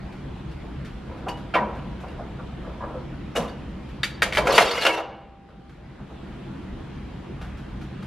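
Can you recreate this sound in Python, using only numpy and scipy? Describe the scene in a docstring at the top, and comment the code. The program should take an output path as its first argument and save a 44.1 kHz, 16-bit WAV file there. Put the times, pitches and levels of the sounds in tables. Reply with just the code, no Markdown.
"""Ventilation rumbles first, as filtered noise, with shoes and clothes stirring nearby as soft noise bursts.
In this gym an iron plate is worked onto a guided barbell's sleeve: knocks ring modes, drags stick and slip.
The bar's hook clacks free on its pegs; the bar slides down its rails with squeals and lands.
Low decaying tones give the weight, steady ones the bar's hum, and diffuse noise tails the room.
An automatic gain sinks while the sound is loud and climbs back afterwards."""
import sys
import numpy as np
from scipy import signal
from scipy.fft import rfft, irfft, next_fast_len
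from scipy.io import wavfile
from scipy.ndimage import uniform_filter1d, map_coordinates

SR = 44100
rng = np.random.default_rng(int(sys.argv[2]) if len(sys.argv) > 2 else 0)


def store_wav(level_fs):
    """Save 16-bit WAV to argv[1]."""
    pcm = np.round(np.clip(np.atleast_2d(level_fs), -1, 1) * 32767)
    wavfile.write(sys.argv[1], SR, pcm.T.astype(np.int16))


N = 355798

# All levels apply before the automatic gain.
# ventilation spectrum before the duct lift: (frequency [Hz], relative density [dB/Hz])
AIR_SPECTRUM = [(12, -39), (20, -12.5), (54, 0.5), (101, -7), (137, -0.5), (161, -7.5), (191, -2.5),
                (232, -6), (315, -10.5), (534, -19.5), (958, -21.5), (3260, -32), (6020, -48), (11700, -59),
                (15500, -84)]
# duct resonances: (frequency [Hz], width [Hz], lift [dB])
DUCT_RESONANCES = [(65.6, 14.6, 5.5), (136.3, 5.8, 5.5), (180, 35, 3), (331.5, 34, 4.5)]
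# stereo spread of the ventilation: (frequency [Hz], side minus mid [dB])
AIR_SIDE_LEVELS = [(60, -34.5), (110, -23), (200, -16), (380, -4), (700, -5), (1290, -7.5), (2380, -9),
                   (4400, -2.5), (8120, 1), (15000, 2)]
AIR_DB = -35.5  # rms of the mid

# shoes and cloth: (time [s], swish level [dB], thud re swish [dB])
STIR_EVENTS = [(0.12, -54.5, 1), (0.51, -55, -11), (0.845, -47.5, -24), (1.17, -57, 0), (1.37, -51, -14),
               (1.749, -54.5, 7), (2.0, -51.5, 0), (2.1, -56, 5), (3.885, -54.5, -3), (5.485, -57, 15),
               (5.691, -50, -1), (5.985, -70, 23.5), (6.1, -63, 15), (7.411, -46.5, 1.5),
               (7.57, -52.5, -18), (7.81, -50.5, -3), (8.022, -48.5, 1.5)]
STIR_HZ, STIR_SIZZLE_DB, STIR_RING_DB, STIR_RISE_S, STIR_DECAY_S = 1417, -14.5, -26, 0.0032, 0.043

# metal dragging on metal, one list a stroke: (time [s], thud level [dB], clank re thud [dB])
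DRAG_STROKES = [
    [(1.06, -58, -20), (1.15, -51, -27), (1.26, -44, -36)],
    [(2.62, -41.5, -27), (2.79, -46.5, -21), (2.91, -40.5, -34), (3.07, -60, -26)],
    [(3.39, -30, -11), (3.5, -47, -10), (3.56, -63, -10)],
    [(4.44, -27.5, -12.5), (4.52, -20, -16), (4.6, -27.5, 7.5), (4.7, -23, -8), (4.8, -28, 3),
     (4.92, -27.5, 5), (4.98, -23.5, -7), (5.03, -29, -14)],
]
DRAG_SIZZLE_DB = -12  # re clank

# plate meeting bar: (time [s], strength [dB], favoured frequency [Hz], sizzle re clank [dB],
# ring re contact noise [dB], contact time [s])
KNOCK_EVENTS = [(1.075, -39.5, 500, -21, -6, 0.091), (1.26, -28.5, 748, -9, 1.5, 0.034),
                (1.28, -35, 2740, -11, -4.5, 0.017), (1.536, -25, 2600, -24.5, 6.5, 0.017),
                (1.546, -26, 2180, -27, -1.5, 0.027), (1.549, -19, 1190, -22, 1, 0.011),
                (1.56, -20.5, 980, -28, 2.5, 0.0061), (1.58, -30, 530, -25, -2, 0.0086),
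                (1.594, -35, 1190, -30, 7, .02), (1.608, -34, 975, -28, 8, 0.022),
                (1.784, -51, 2900, -31, 8, 0.013), (2.032, -37, 694, -15, -5, 0.017),
                (2.08, -49.5, 2860, -14, 3, .009), (2.18, -34, 680, -13, -8, 0.029),
                (2.385, -39.5, 1440, -34, -6, 0.026), (2.65, -45, 606, -30, -11, .05),
                (2.8, -34, 1065, -27, 8, 0.04), (2.835, -30.5, 500, -28, 1, 0.013),
                (2.82, -37, 1190, -25, 5, 0.036), (2.939, -36.5, 540, -27, -3, 0.024),
                (3.35, -29.5, 2200, -8, -2, 0.016), (3.357, -28, 2870, -9.5, 4, 0.021),
                (3.372, -27.5, 700, -8, 0, 0.032), (3.412, -37, 990, -12, 5, 0.016),
                (3.463, -41, 1050, -24, 0, .008), (3.478, -48, 3660, -12, 3, 0.013),
                (3.49, -50, 4590, -11, -6, .012), (4.383, -20, 597, -17, -2, 0.015),
                (4.468, -20.5, 2360, -13.5, -5, 0.012), (4.483, -15, 535, -12.5, -0.5, 0.042),
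                (4.519, -29, 3300, -3.5, -5.5, 0.018), (4.545, -23.5, 2900, -6, 0, 0.025),
                (4.578, -7, 2120, -17, -9.5, 0.0085), (4.6, -13, 680, -9.5, 3, 0.013),
                (4.618, -28, 2300, -12, -5.5, 0.0059), (4.708, -23.5, 3300, -13, -6, 0.012),
                (4.778, -23.5, 2130, -20.5, 0.5, 0.0056), (4.82, -18, 4000, -11.5, -4.5, 0.0043),
                (4.827, -18.5, 3400, -11.5, -17, 0.015), (4.849, -9, 2780, -13, 3.5, 0.0085),
                (4.862, -9.5, 2850, -16, -6, 0.011), (4.865, -7, 530, -10, -3, 0.0041),
                (4.885, -13.5, 970, -21, -2, 0.017), (4.97, -13.5, 740, -19, -3, 0.021),
                (5.0, -23.5, 620, -35, -2, .015)]
# the lower a knock lands and the weaker it is, the more thud and the less clank
EVEN_HZ, THUD_DB_PER_OCTAVE, FIRM_DB, THUD_DB_PER_DB = 2940, 9.5, -18, 0.7
RISE_SHARE = 0.34  # rise time over contact time

# one mode singing under friction: (time [s], hold [s], frequency [Hz], level before flutter [dB])
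SQUEAL_EVENTS = [(1.284, .02, 2874, -40), (1.288, 0.023, 5370, -55), (1.29, 0.026, 4590, -48),
                 (1.312, 0.014, 2925, -42), (1.338, 0.026, 2930, -46), (1.538, 0.014, 2720, -32),
                 (1.54, 0.018, 2330, -28), (1.56, 0.029, 1890, -32), (1.558, 0.015, 977, -20),
                 (1.538, 0.027, 3110, -34), (3.358, 0.016, 2840, -33), (3.358, 0.017, 3700, -35.5),
                 (4.508, .012, 4320, -34), (4.53, .06, 7250, -44), (4.535, 0.047, 3650, -29),
                 (4.544, 0.036, 4560, -27.5), (4.551, .05, 5260, -43), (4.644, 0.043, 4640, -35),
                 (4.65, 0.025, 2890, -38), (4.675, 0.028, 3660, -32), (4.706, 0.021, 4400, -27),
                 (4.71, 0.033, 4770, -31), (4.746, 0.097, 2860, -27), (4.75, .03, 7250, -40.5),
                 (4.775, 0.013, 2120, -19.5), (4.784, 0.017, 4540, -31), (4.822, .012, 4250, -22),
                 (4.875, .03, 2895, -20), (4.885, 0.029, 2225, -18), (4.91, 0.028, 2690, -17),
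                 (4.929, 0.033, 2940, -30), (4.969, 0.025, 2760, -22.5), (5.0, 0.033, 2940, -37)]
SQUEAL_RISE_S, SQUEAL_T60_S, SQUEAL_DRIFT_HZ, SQUEAL_FLUTTER_DB = .003, .045, 25, 4
SQUEAL_WAVERS = 130  # random points per second
# faint scattered squeals: (start [s], end [s], mean hold [s], mean level at EVEN_HZ [dB], tilt [dB/octave])
FAINT_SQUEALS = (4.49, 4.98, .014, -35, -6)
FAINT_COUNT = 150

# the weight settling: (time [s], level [dB], frequency [Hz], t60 [s])
THUMP_EVENTS = [(1.575, -27, 198.5, .2), (1.61, -26.5, 209, 0.37), (2.95, -20.5, 512, 0.14),
                (3.374, -12, 486, 0.073), (3.376, -23.5, 234.5, 0.2), (3.397, -21.5, 168, 0.13),
                (3.434, -25, 148, 0.13)]
THUMP_RISE_S = 0.0057

# the hook striking its pegs: (time [s], clank level [dB], thud re clank [dB], favoured frequency [Hz])
CLACK_EVENTS = [(4.032, -19, -24, 2100), (4.22, -14, -10, 1484), (4.324, -25.5, -13, 2170),
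                (4.349, -23.5, -16, 2130), (4.371, -18.5, -4, 2060)]
CLACK_SIZZLE_DB, CLACK_RING_DB, CLACK_RISE_S, CLACK_DECAY_S = -19.5, -0.5, 0.00066, 0.0056
# gap, clank change each time, and change of the other bands re clank
REBOUND_S, REBOUND_DB, REBOUND_THUD_DB, REBOUND_SIZZLE_DB = .0085, -8, 8, 11.5

# the bar's longest notes: (frequency [Hz], mean starting level [dB], t60 [s], beating [rad/s])
HUM_NOTES = [(789.5, -26.5, 2.1, 25), (2890, -34, .8, 60), (955, -30, .7, 45)]
HUM_S, HUM_RISE_S = 4.87, .01

# modes of bar and plate: (frequency [Hz], relative level [dB], t60 [s])
IRON_MODES = [(214, -9.5, 0.28), (324.1, -9.5, 0.52), (504, 2, 0.066), (541, 0, 0.12), (638, 8, 0.038),
              (696, 3.5, 0.079), (794, -24, 1.3), (950, -11.5, 0.098), (963, -6, 0.52), (1013, -4.5, 0.26),
              (1190, 1, 0.099), (1337, 9.5, 0.04), (1411, 3, 0.081), (1544, -1, 0.11), (1680, -1, 0.15),
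              (1904, -10, 0.13), (2140, -6.5, 0.11), (2220, -8.5, 0.14), (2446, -3, 0.1), (2724, -7, 0.1),
              (2800, -9.5, 0.1), (2900, -6.5, 0.12), (3130, -12.5, .1), (3385, -22, .1), (3665, -13, 0.073),
              (4250, -16, 0.077), (4590, -13, 0.08), (5220, -16, .07), (5560, -19, 0.032),
              (6140, -29.5, 0.051), (7340, -28, 0.065)]
# modes of the hook: (frequency [Hz], relative level [dB], t60 [s])
HOOK_MODES = [(1320, -9, 0.082), (1424, -6, 0.056), (1650, -5, 0.06), (1700, -7, .06), (1860, -2, 0.089),
              (2216, -1, 0.025), (2300, -6, .09), (2600, -7, 0.036), (3150, -8.5, .05), (3270, -14, 0.08),
              (3650, -5, 0.038), (3820, -17.5, 0.05), (4620, -11.5, 0.064), (6300, -28.5, 0.05),
              (7530, -27.5, 0.018), (10400, -29.5, 0.045)]
# noise of iron touching iron: (frequency [Hz], relative density [dB/Hz])
CONTACT_SPECTRUM = [(130, -14.5), (280, 1.5), (500, 17.5), (1000, 10.5), (3200, 0), (3700, -2), (5000, -10),
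                    (8000, -21.5), (12000, -24.5), (15500, -47.5)]
# the rack's dense after-rattle, rows for thud, clank and sizzle: (relative level [dB], t60 [s])
RACK_RATTLE = [(-10, 0.71), (-8.5, 0.17), (-9, 0.19)]
WANDER_RAD_PER_KHZ = .35  # phase wander of a loosely held mode

# room decay: (frequency [Hz], t60 [s])
HALL_DECAY = [(200, 1), (1000, 0.98), (4000, 0.69), (12000, 0.15)]
# stereo spread of the near sounds' diffuse part: (frequency [Hz], side minus mid [dB])
NEAR_SIDE_LEVELS = [(60, -28.5), (200, -28), (380, -17), (700, -17.5), (1290, -17), (2380, -19),
                    (4400, -9.5), (8120, -2), (15000, -2.5)]
TOP_HZ = 15700  # band limit


def amp(db):
    """Decibels to amplitude."""
    return 10 ** (np.asarray(db) / 20)


def unit(x):
    """x scaled to an rms of one."""
    return x / np.sqrt(np.mean(x ** 2) + 1e-20)


def along(points, hz):
    """Value at hz between (frequency [Hz], value) points on a log axis."""
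    f, v = np.transpose(points)
    return np.interp(np.log(hz + 1), np.log(f + 1), v)


def filtered(x, response):
    """x shaped by a response over frequency."""
    n = x.shape[-1]
    m = next_fast_len(n + 8192)
    return irfft(rfft(x, m) * response(np.fft.rfftfreq(m, 1 / SR)), m)[..., :n]


def ventilation():
    """A broad rush with patches of random gain, lifted at the duct resonances; the bass is nearly mono."""
    z = signal.stft(rng.standard_normal((2, N + 1024)), nperseg=1024)[2]
    patches = uniform_filter1d(rng.standard_normal(z.shape[1:]), size=8, axis=0)
    patches = uniform_filter1d(patches, size=6, axis=1)
    pair = signal.istft(z * amp(1.54 * unit(patches)), nperseg=1024)[1][:, :N]

    def colour(hz):
        lift = 1 + sum((amp(db) - 1) / (1 + (2 * (hz - c) / w) ** 2) for c, w, db in DUCT_RESONANCES)
        side_db = along(AIR_SIDE_LEVELS, hz)
        return lift * amp(along(AIR_SPECTRUM, hz) + [0 * hz, side_db])

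    mid, side = filtered(pair, colour)
    return amp(AIR_DB) * np.array([mid + side, mid - side]) / np.std(mid)


def thirds(x):
    """Thud, clank and sizzle bands, which add up to x."""
    thud = filtered(x, lambda hz: 1 / (1 + (hz / 1500) ** 6))
    sizzle = filtered(x, lambda hz: 1 - 1 / (1 + (hz / 5300) ** 8))
    return np.array([thud, x - thud - sizzle, sizzle])


def ringer(modes, length):
    """One fading complex tone a mode."""
    t = np.arange(int(length * SR)) / SR
    hz, db, t60 = np.transpose(modes)[:, :, None]
    onset = 1 - np.exp(-t / .0003)
    return amp(db - 60 * t / t60) * np.exp(2j * np.pi * hz * t) * onset


def contact(force):
    """The broad noise of iron touching iron."""
    return filtered(force, lambda hz: amp(along(CONTACT_SPECTRUM, hz)))


def grit(count):
    """Noise with spikes."""
    return unit(rng.standard_normal(count) * amp(4 * rng.standard_normal(count)))


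def loudest(x):
    """Highest short-time rms in the first tenth of a second of each row."""
    power = uniform_filter1d(x[..., :SR // 10] ** 2, size=400, axis=-1)
    return np.sqrt(power.max(axis=-1, keepdims=True))


def blows(table, modes, length):
    """A short chattering force rings the modes, most those near the favoured pitch, and rattles the rack.

    Rows: (time [s], clank [dB], thud re clank [dB], sizzle re clank [dB], ring re contact noise [dB],
    favoured frequency [Hz], rise [s], contact time [s])."""
    out = np.zeros(N + 2 * SR)
    t = np.arange(int(length * SR)) / SR
    sines = ringer(modes, length)
    mode_hz = np.transpose(modes)[0]
    rattle_db, rattle_t60 = np.transpose(RACK_RATTLE)[:, :, None]

    # loose contact makes every mode waver in level and phase until the parts settle
    settle = np.exp(-t / .3)
    knots = rng.standard_normal((len(modes), int(2 * length * 70) + 2))
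    knot_times = np.arange(2 * len(t)) * 70 / SR  # 70 knots a second
    wander = np.array([np.interp(knot_times, range(len(k)), k) for k in knots])
    phase = WANDER_RAD_PER_KHZ * mode_hz[:, None] / 1000 * wander[::-1]
    loose = amp(4 * wander) * np.exp(1j * phase)

    for s, db, thud_db, sizzle_db, ring_db, favoured_hz, rise, touch in table:
        def near(hz, octaves):
            return np.exp(-(np.log2(hz / favoured_hz + 1e-9) / octaves) ** 2)

        start = 1 - np.exp(-(t / max(rise, 1e-4)) ** 2)
        force = start * np.exp(-t / touch) * grit(len(t))
        noise = filtered(contact(force), lambda hz: amp(8.2 * near(hz, 0.3)))

        strengths = amp(15 * near(mode_hz, .1) + 2.5 * rng.standard_normal(len(modes)))
        strengths *= rng.choice([-1, 1], len(modes))
        offset = rng.integers(len(t))
        waver = 1 + (loose[:, offset:][:, :len(t)] - 1) * settle
        ring = start * (strengths @ (sines * waver)).imag

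        rattle = amp(-60 * t / rattle_t60) * thirds(contact(rng.standard_normal(len(t))))
        rattle /= np.std(rattle[:, :SR // 100], axis=1)[:, None]
        bands = thirds(noise / loudest(noise) + amp(ring_db) * ring / loudest(ring))
        bands = bands / loudest(bands) + start * rattle * amp(rattle_db)
        out[round(s * SR):][:len(t)] += amp(db + np.array([thud_db, 0, sizzle_db])) @ bands
    return out[:N]


def stirs():
    """Shoes and cloth: soft noise swishes and steps that barely ring the iron."""
    rows = [(s, db, thud_db, STIR_SIZZLE_DB, STIR_RING_DB, STIR_HZ, STIR_RISE_S, STIR_DECAY_S)
            for s, db, thud_db in STIR_EVENTS]
    return blows(rows, IRON_MODES, length=0.22)


def drags():
    """Stick and slip: a gritty, uneven force keeps the iron humming, the favoured modes changing as it slides."""
    out = np.zeros(N + 2 * SR)
    sines = ringer(IRON_MODES, .4).imag
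    step = SR // 30
    for rows in DRAG_STROKES:
        s, thud_db, clank_db = np.transpose(rows)
        t = np.arange(s[0], s[-1] + .4, 1 / SR)  # leaves 0.4 s for the ring
        held = np.clip(np.minimum(t - s[0], s[-1] - t) / .02, 0, 1)
        knots = rng.standard_normal(len(t) // 400 + 4)
        catches = map_coordinates(knots, [np.arange(len(t)) / 400])
        force = held * grit(len(t)) * amp(2.5 * catches)

        sound = np.pad(contact(force), (0, SR))
        for k in range(0, len(t) - 2 * step, step):
            ring = amp(-39 + 4.5 * rng.standard_normal(len(sines))) @ sines
            push = force[k:k + 2 * step] * np.hanning(2 * step)
            sound[k:][:2 * step + len(ring) - 1] += signal.fftconvolve(push, ring)

        bands = thirds(sound[:len(t)])
        bands /= np.sqrt(np.mean(bands[:, held > 0] ** 2, axis=1, keepdims=True))
        curves = (thud_db, thud_db + clank_db, thud_db + clank_db + DRAG_SIZZLE_DB)
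        levels = [np.interp(t, s, curve) for curve in curves]
        out[round(s[0] * SR):][:len(t)] += np.sum(amp(levels) * bands, axis=0)
    return out[:N]


def knocks():
    """Plate on bar: favoured pitch and strength of the blow set its colour, the contact time its attack."""
    rows = []
    for s, db, hz, sizzle_db, ring_db, touch in KNOCK_EVENTS:
        thud_db = np.log2(EVEN_HZ / hz) * (THUD_DB_PER_OCTAVE + THUD_DB_PER_DB * (FIRM_DB - db))
        clank_db = db - max(thud_db, 0)
        rows.append((s, clank_db, thud_db, sizzle_db, ring_db, hz, RISE_SHARE * touch, touch))
    return blows(rows, IRON_MODES, length=.6)


def squeals():
    """Friction holds one mode singing: a tone swells, wavers and dies; the long slide scatters faint ones."""
    out = np.zeros(N + SR)
    t = np.arange(SR // 5) / SR
    upper = [hz for hz, _, _ in IRON_MODES if hz > 2000]
    start, end, mean_hold, mean_db, db_per_octave = FAINT_SQUEALS
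    faint = []
    for a, b, c, d, e in rng.random((FAINT_COUNT, 5)):
        hz = upper[int(c * len(upper))] * (1 + .1 * (d - .5))
        db = mean_db + 8 * (e - .5) + db_per_octave * np.log2(hz / EVEN_HZ)
        faint.append((start + (end - start) * a, mean_hold * (.5 + b), hz, db))

    for s, hold, hz, db in list(SQUEAL_EVENTS) + faint:
        knots = rng.standard_normal((2, 60))
        flutter, drift = [map_coordinates(k, [t * SQUEAL_WAVERS], order=3) for k in knots]
        swell = 1 - np.exp(-(t / SQUEAL_RISE_S) ** 2)
        fade = amp(-60 * np.maximum(t - hold, 0) / SQUEAL_T60_S)
        phase = 2 * np.pi * np.cumsum(hz + SQUEAL_DRIFT_HZ * drift) / SR
        level = amp(db + SQUEAL_FLUTTER_DB * flutter)
        out[round(s * SR):][:len(t)] += level * swell * fade * np.sin(phase)
    return out[:N]


def thumps():
    """The plate's weight settling: a low push through the rack, as a quickly decaying sine."""
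    out = np.zeros(N + SR)
    t = np.arange(SR // 3) / SR
    for s, db, hz, t60 in THUMP_EVENTS:
        shape = (1 - np.exp(-(t / THUMP_RISE_S) ** 2)) * amp(db - 60 * t / t60)
        out[round(s * SR):][:len(t)] += shape * np.sin(2 * np.pi * (hz * t + rng.random()))
    return out[:N]


def clacks():
    """Every strike of the hook rebounds twice, its clank weaker and its spectrum broader."""
    rows = []
    for s, db, thud_db, hz in CLACK_EVENTS:
        for k in range(3):  # the strike, then two rebounds
            rebound = k > 0
            rows.append((s + k * REBOUND_S, db + k * REBOUND_DB, thud_db + rebound * REBOUND_THUD_DB,
                         CLACK_SIZZLE_DB + rebound * REBOUND_SIZZLE_DB, CLACK_RING_DB, hz,
                         CLACK_RISE_S, CLACK_DECAY_S))
    return blows(rows, HOOK_MODES, length=.35)


def hum():
    """From the landing on the bar sings its longest-lived notes, each slowly beating as it fades."""
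    t = np.maximum(np.arange(N) / SR - HUM_S, 0)
    notes = 0
    for hz, db, t60, beat in HUM_NOTES:
        level = amp(db + 2 * np.sin(beat * t) - 60 * t / t60)
        notes = notes + level * np.sin(2 * np.pi * hz * t)
    return notes * (1 - np.exp(-t / HUM_RISE_S))


def hall(x, t60_share):
    """A diffuse answer to x from a noise tail, even in energy over frequency; each frequency has its own t60."""
    hz, t, z = signal.stft(rng.standard_normal(SR), SR, nperseg=256)
    t60 = t60_share * along(HALL_DECAY, hz)[:, None]
    tail = signal.istft(z * amp(-60 * t / t60) / np.sqrt(t60), SR, nperseg=256)[1]
    return signal.fftconvolve(x, tail / np.linalg.norm(tail))[:N]


def scene():
    """Near sounds, their reverberation and a diffuse stereo difference with a turning pattern, over the air."""
    near = stirs() + drags() + knocks() + squeals() + thumps() + clacks() + hum()
    turn = np.pi * np.arange(N) / SR / .12  # half a turn each 0.12 s, between two independent tails
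    answer = hall(near * np.cos(turn), 1) + hall(near * np.sin(turn), 1)
    mid = near + amp(-13.5) * np.pad(answer, (300, 0))[:N]  # 300 samples of pre-delay
    shifting = hall(near * np.cos(turn), .25) + hall(near * np.sin(turn), .25)
    side = filtered(shifting, lambda hz: amp(along(NEAR_SIDE_LEVELS, hz)))
    balance = amp([[.1], [-.1]])  # dB, left and right
    return balance * np.array([mid + side, mid - side]) + ventilation()


def gain_control(x, limit_db, depth_db, window, fall_db, climb_db):
    """Gain sinks while the recent loudness is over the limit, then climbs; window in s, speeds in dB/s."""
    power = np.mean(x[:, :N // 441 * 441].reshape(2, -1, 441) ** 2, axis=(0, 2))  # steps of 10 ms
    recent = signal.lfilter([.01 / window], [1, .01 / window - 1], power)
    gain, gains = 0, []
    for loud in recent > amp(2 * limit_db):  # doubled dB: a power limit
        change = -fall_db if loud else climb_db
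        gain = np.clip(gain + change / 100, -depth_db, 0)
        gains.append(gain)
    return amp(np.interp(np.arange(N) / 441, np.arange(len(gains)), gains))


def record(dry):
    """Gain control, soft clipping at full scale, and the band limit."""
    x = dry * gain_control(dry, limit_db=-22, depth_db=12.5, window=.15, fall_db=27, climb_db=13)
    x = x / (1 + np.abs(x) ** 6) ** (1 / 6)
    return filtered(x, lambda hz: hz < TOP_HZ)


dry = scene()
out = record(dry)
store_wav(out)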